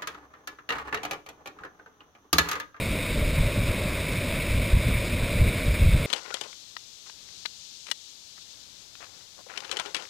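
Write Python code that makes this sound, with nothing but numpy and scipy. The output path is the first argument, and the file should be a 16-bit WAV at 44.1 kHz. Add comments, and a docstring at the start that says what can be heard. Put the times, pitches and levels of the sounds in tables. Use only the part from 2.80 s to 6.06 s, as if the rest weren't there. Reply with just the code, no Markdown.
"""A waterfall pours down a tall cliff and over rocks: a steady rush with fine splashing in it.
Gusts of wind thump the microphone of a small camera, whose case makes some pitches of the water ring.
The mono recorder turns itself down on the strongest gusts. It also holds each sample at a low rate,
which mirrors the rush upward into a glassy treble."""
import sys
import numpy as np
from scipy import signal
from scipy.fft import rfft, irfft
from scipy.io import wavfile
from scipy.ndimage import uniform_filter1d

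SR = 44100
rng = np.random.default_rng(int(sys.argv[2]) if len(sys.argv) > 2 else 0)


def bounce(signal):
    """Save signal as a 16-bit WAV file at the path given by the first command-line argument."""
    frames = np.transpose(np.atleast_2d(signal))
    limited = np.clip(frames, -1, 1)
    pcm = np.round(limited * 32767).astype(np.int16)
    wavfile.write(sys.argv[1], SR, pcm)


N = 143766

# The tone of the water as heard through the camera's case: pitch_hz, relative_level_db
WATER_TONE = [(40, -9.5), (170, 4), (280, 2), (410, -5.5), (520, 0), (600, 2), (700, -9), (790, -17.5),
              (880, -15), (970, -9), (1250, -13), (1500, -11.5), (1750, -12.5), (1980, -9), (2240, -1),
              (2520, -4.5), (2850, -13.5), (3250, -15), (3700, -8), (4000, -13), (4350, -19), (4900, -16.5),
              (5450, -20), (5750, -26.5), (6000, -28.5)]


def amp(db):
    """Turns decibels into a gain."""
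    return 10 ** (np.asarray(db) / 20)


def unit(x):
    """Scales a signal to an average power of one."""
    return x / np.sqrt(np.mean(x ** 2) + 1e-20)


def colour(x, tone):
    """Makes each pitch louder or softer, following a tone table."""
    pitch_hz, level_db = np.transpose(tone)
    all_hz = np.fft.rfftfreq(N, 1 / SR)
    curve_db = np.interp(np.log(all_hz + 1), np.log(pitch_hz + 1), level_db)
    return irfft(rfft(x) * amp(curve_db), N)


def drift(shape, size):
    """A smooth random wobble; a bigger size makes it slower."""
    return unit(uniform_filter1d(uniform_filter1d(rng.standard_normal(shape), size), size))


def water_rush(level_db=-30.5, swell_db=-0.05, flicker_db=0.04, patch_db=1.05):
    """The mass of falling water makes a steady noise that shifts a little in patches of time and pitch."""
    bands = signal.stft(rng.standard_normal(N), nperseg=256, noverlap=192)[2]  # pitch by time
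    frames = bands.shape[1]
    patches = unit(uniform_filter1d(drift(bands.shape, size=14), size=6, axis=0))
    swell = drift(frames, size=110)
    flicker = drift(frames, size=12)
    bands = bands * amp(swell_db * swell + flicker_db * flicker + patch_db * patches)
    water = signal.istft(bands, nperseg=256, noverlap=192)[1][:N]
    return amp(level_db) * unit(colour(water, WATER_TONE))


def splashes(level_db=-40, drops_per_s=800, spread_db=2):
    """Many drops of uneven size slap the nearby rocks."""
    # How much brighter the splashes are than the rush: pitch_hz, relative_level_db
    brightness = [(200, -11), (1000, -2.5), (2500, 2.5), (5500, 3)]
    hits = rng.random(N) < drops_per_s / SR
    sizes = amp(spread_db * np.minimum(rng.exponential(1, N), 4))
    drops = hits * sizes * rng.choice([-1, 1], N)
    return amp(level_db) * unit(colour(colour(drops, brightness), WATER_TONE))


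def wind(breeze_db=-31.5, wobble_db=2.5, steadiness=0.56):
    """Swirls of air thump the microphone: a light breeze, and short gusts that swell and die."""
    # The deep tone of air hitting the microphone: pitch_hz, relative_level_db
    rumble_tone = [(8, -15), (22, -2.5), (42, 2.5), (70, -0.5), (95, -0.5), (135, -5.5), (180, -12),
                   (240, -25.5), (400, -33.5), (900, -68)]
    # One row for each gust: peak_s, level_db, half_length_s
    gusts = [(0.112, -25.5, 0.013), (0.387, -26, .05), (0.446, -24.5, .014), (0.481, -23, 0.01),
             (.603, -17.5, .019), (0.659, -22.5, 0.021), (0.8, -22, 0.025), (0.897, -24, 0.019),
             (1.758, -23.5, 0.06), (1.945, -10, 0.0082), (1.97, -17.5, 0.022), (2.075, -20.5, 0.014),
             (2.13, -24.5, .06), (2.432, -19, 0.0077), (2.561, -15, 0.01), (2.621, -14, 0.019),
             (2.672, -20.5, 0.019), (2.89, -20, 0.022), (3.021, -16.5, 0.012), (3.065, -14, 0.034),
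             (3.146, -14.5, 0.018), (3.21, -27, 0.043)]
    t = np.arange(N) / SR
    swirls = unit(colour(rng.standard_normal(N), rumble_tone))
    swirl_power = uniform_filter1d(abs(signal.hilbert(swirls)) ** 2, size=1100)
    swirls = unit(swirls / swirl_power ** (steadiness / 2))  # partly evened out, so the gusts lead
    gust_power = sum(amp(db) ** 2 * np.exp(-((t - peak) / half) ** 2) for peak, db, half in gusts)
    breeze = amp(breeze_db + wobble_db * drift(N, size=1200))
    return swirls * np.sqrt(breeze ** 2 + gust_power)


def scene():
    """Water and wind at one microphone, the same in both channels."""
    return np.tile(water_rush() + splashes() + wind(), (2, 1))


def limiter(x, limit_db=-10, strength=0.61, release_db_per_s=65):
    """Turns the volume down on loud peaks, then lets it come back."""
    fall_db = np.arange(N) / SR * release_db_per_s
    peak_db = 20 * np.log10(abs(x).max(0) + 1e-9)
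    fading_peak_db = np.maximum.accumulate(peak_db + fall_db) - fall_db
    over_db = np.maximum(fading_peak_db - limit_db, 0)
    return x * amp(-strength * uniform_filter1d(over_db, size=130))


def hold_samples(x, rate_hz=12000, repeats=4):
    """Samples at a low rate and repeats each sample: the steps mirror the sound around that rate."""
    samples = signal.resample_poly(x, rate_hz, SR, axis=1, window=("kaiser", 2))
    steps = np.repeat(samples, repeats, axis=1)
    return signal.resample_poly(steps, SR, rate_hz * repeats, axis=1)[:, :N]


def record(dry, cutoff_hz=15100):
    """The recorder softens peaks, holds its samples, then cuts off the highest treble."""
    stepped = hold_samples(limiter(dry))
    treble_cut = signal.firwin(511, cutoff_hz, window=("kaiser", 9), fs=SR)
    return signal.oaconvolve(stepped, treble_cut[None], "same", axes=1)


dry = scene()
out = record(dry)
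bounce(out)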